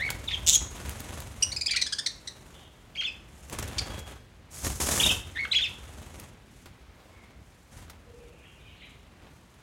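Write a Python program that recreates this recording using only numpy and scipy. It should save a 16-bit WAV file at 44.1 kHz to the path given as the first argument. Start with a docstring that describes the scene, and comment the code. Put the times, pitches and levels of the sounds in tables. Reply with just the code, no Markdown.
"""Budgerigars in a small wire aviary, heard close up: warbled chirps, two whistles, a screech, scolding notes.
The voices are harmonics of gliding pitches, shaped by throat resonances and roughened by random shaking.
Wings are noise pulsed by the beat: pushed air, whoosh and feather swish. Claws and wing tips tick on wood
and wire as short noise bursts. The flock settles later on, while far birds chatter and coo faintly
over a low outdoor hum of coloured noise."""
import sys
import numpy as np
from scipy import signal
from scipy.fft import rfft, irfft, next_fast_len
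from scipy.io import wavfile

SR = 44100
rng = np.random.default_rng(int(sys.argv[2]) if len(sys.argv) > 2 else 0)


def generate_wav(sig):
    """Save sig (samples, or channels by samples) to the path in sys.argv[1] as 16-bit PCM at SR."""
    pcm = np.round(np.clip(np.atleast_2d(sig).T, -1, 1) * 32767).astype(np.int16)
    wavfile.write(sys.argv[1], SR, pcm)


N = 424241
TIME = np.arange(N) / SR  # s

# throat and beak resonance of the scolds, also colouring the hiss of warbles: freq_hz, relative_db
SCOLD_RESONANCE = [(2800, -12), (4000, 4), (5800, 0.5), (7000, -8), (9000, -3.5), (10500, -26),
                   (15000, -31)]
# noise colour of feathers rubbing: freq_hz, relative_db (per Hz)
FEATHER_COLOUR = [(800, -26), (4600, -5.5), (6500, 3), (11000, -2), (15500, -16)]
# noise colour of hard little contacts: freq_hz, relative_db (per Hz)
CONTACT_COLOUR = [(900, -1.5), (6500, -3.5), (15500, -8)]
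# bouts of wing beating: start_s, length_s, build_up_s, whoosh_db, swish_db, air_db
WING_BOUTS = [(-0.02, 0.67, .02, -47, -55, -41.5), (0.678, 0.54, 0.041, -45, -51, -42),
              (1.21, 0.36, 0.021, -51, -55.5, -47), (1.58, 1.04, .023, -57.5, -64.5, -60),
              (3.196, 0.43, 0.24, -59, -59, -53), (3.502, 0.47, 0.016, -43, -53.5, -39),
              (4.037, 0.065, 0.047, -45.5, -53.5, -65), (4.5, 0.28, 0.058, -51.5, -43, -50.5),
              (4.614, 0.075, 0.034, -38.5, -36, -34), (4.797, 0.27, .01, -36.5, -31, -39.5),
              (4.851, 0.28, .17, -39, -35, -37), (5.183, 1.09, .023, -53, -59, -49),
              (7.708, 0.12, .023, -55.5, -59, -47)]


def undb(db):
    """Decibels to gain."""
    return 10 ** (np.asarray(db) / 20)


def unit(x):
    """Scale to rms 1."""
    return x / np.sqrt(np.mean(x ** 2))


def response(points, hz):
    """Gain of a (Hz, dB) spectrum at the given frequencies, joined by lines over log frequency."""
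    freq_hz, level_db = np.transpose(points)
    return undb(np.interp(np.log(np.maximum(hz, 1)), np.log(freq_hz), level_db))


def colour(x, points):
    """Filter by a (Hz, dB) spectrum and scale to rms 1."""
    size = next_fast_len(len(x))
    hz = np.arange(size // 2 + 1) * SR / size
    filtered = irfft(rfft(x, size) * response(points, hz), size)
    return unit(filtered[:len(x)])


def wander(t, rate):
    """Random values, rate a second, joined by lines; spread near 1."""
    knots = (t - t[0]) * rate
    values = rng.standard_normal(len(t) // 4 + 2)
    return np.sqrt(1.5) * np.interp(knots, np.arange(len(values)), values)


def span(start, end):
    """Sample times between two moments in seconds."""
    return np.arange(int(start * SR), int(end * SR)) / SR


def add(out, t, x):
    """Mix x in at its sample times, dropping what falls outside the scene."""
    i = np.rint(t * SR).astype(int)
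    inside = (i >= 0) & (i < N)
    out[i[inside]] += x[inside]


def far_call(middle, length, hz, db, waver, grain_db=6, echo_s=0.09):
    """A wavering call, broken into syllables the more it wavers, trailed by its many reflections."""
    out = np.zeros(N)
    t = span(middle - length / 2, middle + length / 2)
    pitch = hz * (1 + waver * wander(t, 220))
    tone = np.sin(2 * np.pi * np.cumsum(pitch) / SR)
    syllables = undb(grain_db * min(waver / 0.15, 1) * wander(t, 59.2))
    call = tone * syllables * signal.windows.tukey(len(t), .5)
    age = span(0, 0.27)
    echoes = rng.standard_normal(len(age)) * np.exp(-age / echo_s)
    heard = signal.fftconvolve(call, echoes / np.linalg.norm(echoes))
    add(out, t[0] + np.arange(len(heard)) / SR, unit(heard) * undb(db) / 2)
    return out


def distance(hum_db=-54, swell_db=1.7):
    """Far birds over the outdoor hum, noise whose five bands from low to high swell and ebb separately."""
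    # outdoor noise colour: freq_hz, relative_db (per Hz)
    hum_colour = [(22, -34), (49, 4), (469, -16), (2170, -22), (15500, -44.5)]
    # far chatter, held whistles and one low coo: middle_s, length_s, pitch_hz, level_db (before halving),
    # waver (share of the pitch)
    calls = [(2.603, 0.21, 3110, -56.5, 0.082), (3.901, .36, 3313, -51.5, 0.0042),
             (7.167, 0.19, 2219, -61, 0.033), (8.16, 0.27, 482.5, -51.5, 0.051),
             (8.362, .5, 2665, -58, 0.13), (8.647, 0.21, 2860, -55.5, .17), (8.83, 0.19, 3050, -52, .2)]
    hum = colour(rng.standard_normal(N), hum_colour) * undb(hum_db)
    below = []
    for split_hz in (400, 1000, 2200, 4500):
        lowpass = signal.butter(2, split_hz, fs=SR, output="sos")
        below.append(signal.sosfiltfilt(lowpass, hum))
    bands = np.diff([np.zeros(N), *below, hum], axis=0)
    swelling_hum = sum(band * undb(swell_db * wander(TIME, 6.1)) for band in bands)
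    return swelling_hum + sum(far_call(*row) for row in calls)


def aviary(x, wet_db, t60_s=0.42, early_db=5, early_s=0.02):
    """Walls and roof answer after a moment with a dense early cluster and a short tail."""
    age = span(0, .8)
    build_up = np.minimum(age / 0.0091, 1)
    decay = np.exp(-np.log(1000) * age / t60_s)  # down 60 dB at t60_s
    early = 1 + undb(early_db) * np.exp(-age / early_s)
    reflections = rng.standard_normal(len(age)) * decay * early * build_up
    tail = colour(reflections, [(6500, 1.0), (16000, -8.5)])
    return x + undb(wet_db) * signal.fftconvolve(x, tail / np.sqrt(len(age)))[:N]


def ticks(decay_s=0.0039, ring_growth=1.42, scrape_s=0.025, scrape_db=-21, gain_db=-1):
    """A sharp contact with a faint scrape that outlasts it; the duller the contact, the longer it lasts."""
    # claws and wing tips on perch and wire: start_s, peak_db (before gain_db),
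    # tilt_db (per octave: wood is dull, wire bright)
    contacts = [(0.1033, -15.5, 0), (0.894, -19.5, 3.5), (1.004, -21, 3.5), (1.2033, -25, 2),
                (3.4978, -27, 1), (6.1983, -27.5, 1.5), (6.658, -33, -3.5), (7.898, -33.5, -1.5)]
    out = np.zeros(N)
    for start, db, tilt_db in contacts:
        t = span(start, start + 0.0406)
        age = t - t[0]
        struck = [(hz, level + tilt_db * np.log2(hz)) for hz, level in CONTACT_COLOUR]
        contact = np.exp(-age / (decay_s * ring_growth ** -tilt_db))
        scrape = undb(scrape_db) * np.exp(-age / scrape_s)
        tick = colour(rng.standard_normal(len(t)), struck) * (contact + scrape)
        add(out, t, tick / np.abs(tick).max() * undb(db + gain_db))
    return out


def bouts(levels_db, release_s, rest_db):
    """Level in dB of all wing bouts together: each builds up, holds and dies away over a restless floor."""
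    power = undb(rest_db + 2.56 * wander(TIME, 11)) ** 2
    for (start, length, build_s, *_), db in zip(WING_BOUTS, levels_db):
        attack = np.clip((TIME - start) / build_s, 0, 1)
        release = np.exp(-np.clip((TIME - start - length) / release_s, 0, 20))
        power = power + (undb(db) * attack * release) ** 2
    return 10 * np.log10(power)


def wings(beat_hz=21, swish_depth_db=2, whoosh_depth_db=2.0, grain_db=2, snap_db=-12, slap_db=-7):
    """Every stroke shoves air, whooshes, rubs the feathers over each other and flicks their tips."""
    # noise colours of the pushed air and of the whoosh: freq_hz, relative_db (per Hz)
    air_colour = [(22, -33), (42, -3), (66, 4.5), (160, -9.5), (600, -55)]
    whoosh_colour = [(70, -12), (140, 3.5), (800, -3.5), (3500, -11), (15000, -46.5)]
    # the perched flock never keeps quite still: whoosh_db, swish_db, air_db
    fidget_db = (-65, -72.5, -62.5)
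    releases_s = 0.052, 0.039, 0.1  # whoosh, swish, air

    _, _, _, *levels = np.transpose(WING_BOUTS)
    whoosh_db, swish_db, air_db = map(bouts, levels, releases_s, fidget_db)
    beat = 2 * np.pi * np.cumsum(beat_hz * (1 + .12 * wander(TIME, 11))) / SR
    stroke = np.sin(beat) + .5 * np.sin(2 * beat) + .5 * wander(TIME, 45)  # fast rise, slower fall
    air = colour(rng.standard_normal(N) * undb(2 * stroke), air_colour)

    # feather tips flick mostly on the downstroke: a dull slap and about a millisecond of crackle each
    flicks = (rng.random(N) < 110 * undb(5 * stroke) / SR) * rng.random(N) ** 2
    slaps = unit(flicks * rng.choice([-1, 1], N))
    crackle_decay = np.exp(-1 / (0.00069 * SR))
    crackle = signal.lfilter([1], [1, -crackle_decay], flicks) * rng.standard_normal(N)

    rush = unit(rng.standard_normal(N) * undb(whoosh_depth_db * stroke))
    whoosh = colour(rush + undb(slap_db) * slaps, whoosh_colour)
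    barbs = rng.standard_normal(N) * undb(grain_db * wander(TIME, 1300))
    swish = colour(barbs * undb(swish_depth_db * stroke), FEATHER_COLOUR)
    # the crackle sits relative to the midpoint of whoosh and swish
    snaps = colour(crackle, CONTACT_COLOUR) * undb(snap_db + (whoosh_db + swish_db) / 2)
    return air * undb(air_db) + whoosh * undb(whoosh_db) + swish * undb(swish_db) + snaps


def strokes(attack_s=0.0033, clap_s=0.0084, rattle_s=0.0092, rattle_db=-3.0, grain_db=4):
    """On a hard downstroke the wing claps the air and its quills rattle past each other."""
    # hard downstrokes close by: start_s, clap_db
    downstrokes = [(3.524, -33.5), (3.585, -31.5), (3.624, -34.5), (3.674, -39.5), (3.988, -40),
                   (4.665, -31), (4.799, -29), (4.885, -25.5), (4.916, -25.5), (4.938, -29.5), (4.975, -26),
                   (5.06, -30)]
    # noise colour of the clap of air: freq_hz, relative_db (per Hz)
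    clap_colour = [(40, -23), (200, 4), (1000, -5), (15500, -24)]
    out = np.zeros(N)
    for start, clap_db in downstrokes:
        t = span(start, start + 0.036)
        age = t - t[0]
        clap = clap_colour, clap_db, clap_s
        rattle = FEATHER_COLOUR, clap_db + rattle_db, rattle_s
        for spectrum, db, decay_s in (clap, rattle):
            decay = np.exp(-np.maximum(age - attack_s, 0) / decay_s)
            envelope = np.minimum(age / attack_s, 1) * decay
            grains = rng.standard_normal(len(t)) * undb(grain_db * wander(t, 742))
            add(out, t, colour(grains, spectrum) * envelope * undb(db))
    return out


def syrinx(hz, throat, slope_db, count=8):
    """Harmonics of a gliding pitch, changing by slope_db an octave and weighted by the throat; rms near 1."""
    k = np.arange(1, count + 1)[:, None]
    audible = k * hz < SR / 2
    gains = response(throat, k * hz) * undb(slope_db * np.log2(k)) * audible
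    phase = 2 * np.pi * np.cumsum(hz) / SR
    return (gains * np.sin(k * phase)).sum(axis=0) / np.sqrt((gains ** 2).sum(axis=0) / 2)


def warble(t, hz, db, hoarse, slope_db, jitter, shimmer, hiss_db=-25):
    """A gliding call: hoarseness shakes its pitch and level, and a little hiss rides on the overtones."""
    # throat and beak resonance: freq_hz, relative_db
    throat = [(1400, 1), (3500, 10.5), (4400, -2), (7000, -16), (11000, -35.5)]
    hz = hz * (1 + jitter * hoarse * wander(t, 2600))
    loud = undb(db + shimmer * np.sqrt(hoarse) * wander(t, 350))
    hiss = colour(rng.standard_normal(len(t)), SCOLD_RESONANCE) * undb(hiss_db) * np.sqrt(hoarse)
    return (syrinx(hz, throat, slope_db) + hiss) * loud * signal.windows.tukey(len(t), .08)


def screech(depth=0.11, settle_s=.558, chop_db=13, late_chop_db=4):
    """A rasping squawk in two swelling pushes: a fast pitch flutter in hard pulses that settles on a clean tone."""
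    # the two pushes: start_s, end_s, final_level_db
    pushes = [(0.4625, 0.497, -12), (0.497, 0.561, -14.5)]
    # throat and beak resonance: freq_hz, relative_db
    throat = [(1800, -18.5), (3700, -10.5), (4600, -11.5), (6500, 0), (10000, -18.5), (15000, -25)]
    attack_s, release_s, swell_db_per_s = 0.0048, 0.0046, 235.5
    out = np.zeros(N)
    t = span(pushes[0][0], pushes[-1][1] + 2 * release_s)
    effort = np.zeros(len(t))
    for start, end, db in pushes:
        attack = np.clip((t - start) / attack_s, 0, 1)
        swell = undb(db - swell_db_per_s * np.maximum(end - t, 0))
        release = np.exp(-np.maximum(t - end, 0) / release_s)
        effort += attack * swell * release

    flutter_hz = 157 * (1 + .07 * wander(t, 120))
    cycle = 2 * np.pi * np.cumsum(flutter_hz) / SR
    buzz = np.clip((settle_s - t) / 0.0022, 0, 1)  # 1 while rasping, 0 once clean
    early = np.interp(t, [.499, .508], [1, 0])
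    rasp = .075 * wander(t, 2200) * (0.93 + early / 2)
    hz = 3320 * (1 + buzz * (depth * np.sin(cycle) + rasp))
    gap_db = (late_chop_db + early * chop_db) * (1 + np.cos(cycle)) / 2  # loudest as the pitch falls
    pulses = undb(buzz * (2 * wander(t, 1204) - gap_db))
    add(out, t, syrinx(hz, throat, slope_db=-1.0) * effort * pulses)
    return out


def scolds(length=0.0194, arch=1.108, overshoot=0.201, kick_at=0.278, kick_width=0.121, fade=0.55):
    """Each note is one quick squeeze, arching up and back; a forced one overshoots and rasps early on."""
    # short arched notes: start_s, top_hz (of the arch, before overshoot), level_db,
    # force (0 = clear, 1 or more = harsh)
    notes = [(1.422, 2973, -18, 0.065), (1.516, 2280, -32, 0.057), (1.560, 2520, -29.5, 0.12),
             (1.608, 2450, -28, 0.14), (1.658, 2507, -25.5, 0.15), (1.707, 2350, -25, .2),
             (1.759, 2154, -23.5, 1), (1.812, 2050, -21.5, 1.2), (1.861, 1748, -31.5, 0.25),
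             (1.922, 1670, -26, 0.15), (1.983, 1792, -27, 0.04), (2.059, 2008, -24.5, 0.99),
             (2.271, 2035, -34, 0.73), (3.78, 2450, -25, 2.14)]
    rasp, forced_rasp = .022, .09  # shares of the pitch
    out = np.zeros(N)
    for start, top_hz, db, force in notes:
        t = span(start, start + length)
        u = np.linspace(0, 1, len(t))  # progress through the note
        kick = force * np.exp(-((u - kick_at) / kick_width) ** 2)
        rough = (rasp * (1 + force) + forced_rasp * kick) * wander(t, 2442)
        hz = top_hz * (1 - arch * (u - .55) ** 2 + overshoot * kick) * (1 + rough)
        loud = undb(db + 1.4 * wander(t, 517)) * signal.windows.tukey(len(t), fade)
        add(out, t, syrinx(hz, SCOLD_RESONANCE, slope_db=-3.5) * loud)
    return out


def whistles():
    """Each whistle dips, scoops up to its pitch, holds it and breaks into a hoarse fall."""
    # soft low whistles: start_s, held_hz, level_db
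    calls = [(-0.014, 2265, -31.5), (5.348, 2228, -32)]
    # their common course: age_s, bend (share of the held pitch), level_db (added to the call's)
    course = [(0, 1, -20), (.013, 0.77, -7), (.034, .88, -1), (.051, 1, 0.5), (.096, 0.97, -2),
              (.111, 0.52, -8)]
    out = np.zeros(N)
    ages, *controls = np.transpose(course)
    for start, held_hz, db in calls:
        t = span(start, start + ages[-1])
        bend, level_db = (np.interp(t - start, ages, control) for control in controls)
        hoarse = np.clip(2 * (1 - bend), .2, 1)
        call = warble(t, held_hz * bend, db + level_db, hoarse, slope_db=-12.0, jitter=0.13, shimmer=7.0)
        add(out, t, call)
    return out


def chirps(slope_db=0.5, break_hz=2780):
    """Each contact chirp is one unbroken warble: the pitch swoops between clear crests and hoarse troughs."""
    # one chirp to a row, as turning points of the voice: time_s, pitch_hz, level_db
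    chirp_turns = [
        [(.274, 4020, -43.5), (.286, 3560, -24.5), (.293, 2050, -41.5), (.301, 3800, -41.5),
         (.315, 1850, -34.5), (.326, 3600, -32), (.345, 3200, -26.5), (.353, 2200, -38)],
        [(1.68, 3400, -29), (1.691, 3190, -33), (1.698, 1700, -32), (1.707, 2500, -36.5), (1.733, 2300, -31),
         (1.747, 1358, -40.5), (1.783, 2450, -24.5)],
        [(2.948, 3600, -46), (2.962, 2200, -43.5), (2.985, 3250, -37.5), (3.002, 3200, -27), (3.024, 1450, -42),
         (3.053, 3500, -30.5), (3.076, 2600, -33), (3.095, 2400, -38.5)],
        [(4.997, 2800, -19), (5.007, 3450, -21.5), (5.016, 2300, -37), (5.041, 3750, -18), (5.05, 2700, -30.5),
         (5.069, 3650, -19), (5.083, 2400, -43.5), (5.093, 3150, -22.5), (5.108, 2600, -25.5),
         (5.12, 3600, -22)],
        [(5.51, 3200, -33), (5.523, 4000, -22), (5.539, 2150, -33), (5.564, 3400, -18.5), (5.577, 3250, -20),
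         (5.599, 1450, -40.5), (5.627, 3600, -24), (5.652, 2550, -32), (5.672, 1900, -47)],
    ]
    out = np.zeros(N)
    for turns in chirp_turns:
        times, turn_hz, turn_db = np.transpose(turns)
        t = span(times[0], times[-1])
        order = np.arange(len(times))
        place = np.interp(t, times, order)
        eased = place - np.sin(2 * np.pi * place) / (2 * np.pi)  # pitch lingers at each turn
        hz = np.interp(eased, order, turn_hz)
        db = np.interp(place, order, turn_db)
        hoarse = np.clip((break_hz - hz) / 700, .14, 1)  # the voice roughens below break_hz
        add(out, t, warble(t, hz, db, hoarse, slope_db, jitter=0.07, shimmer=3.9))
    return out


def scene():
    """Voices and wings in the aviary, over the distance."""
    calls = aviary(chirps() + whistles(), wet_db=-7.0)
    harsh_calls = aviary(scolds() + screech(), wet_db=-10.5)
    movement = aviary(wings() + strokes() + ticks(), wet_db=-13.0)
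    return (calls + harsh_calls + movement + distance())[None]


def record(dry, top_hz=15900):
    """The recorder cuts the top with a steep low-pass."""
    return signal.sosfilt(signal.ellip(10, .2, 70, top_hz, fs=SR, output="sos"), dry)


dry = scene()
out = record(dry)
generate_wav(out)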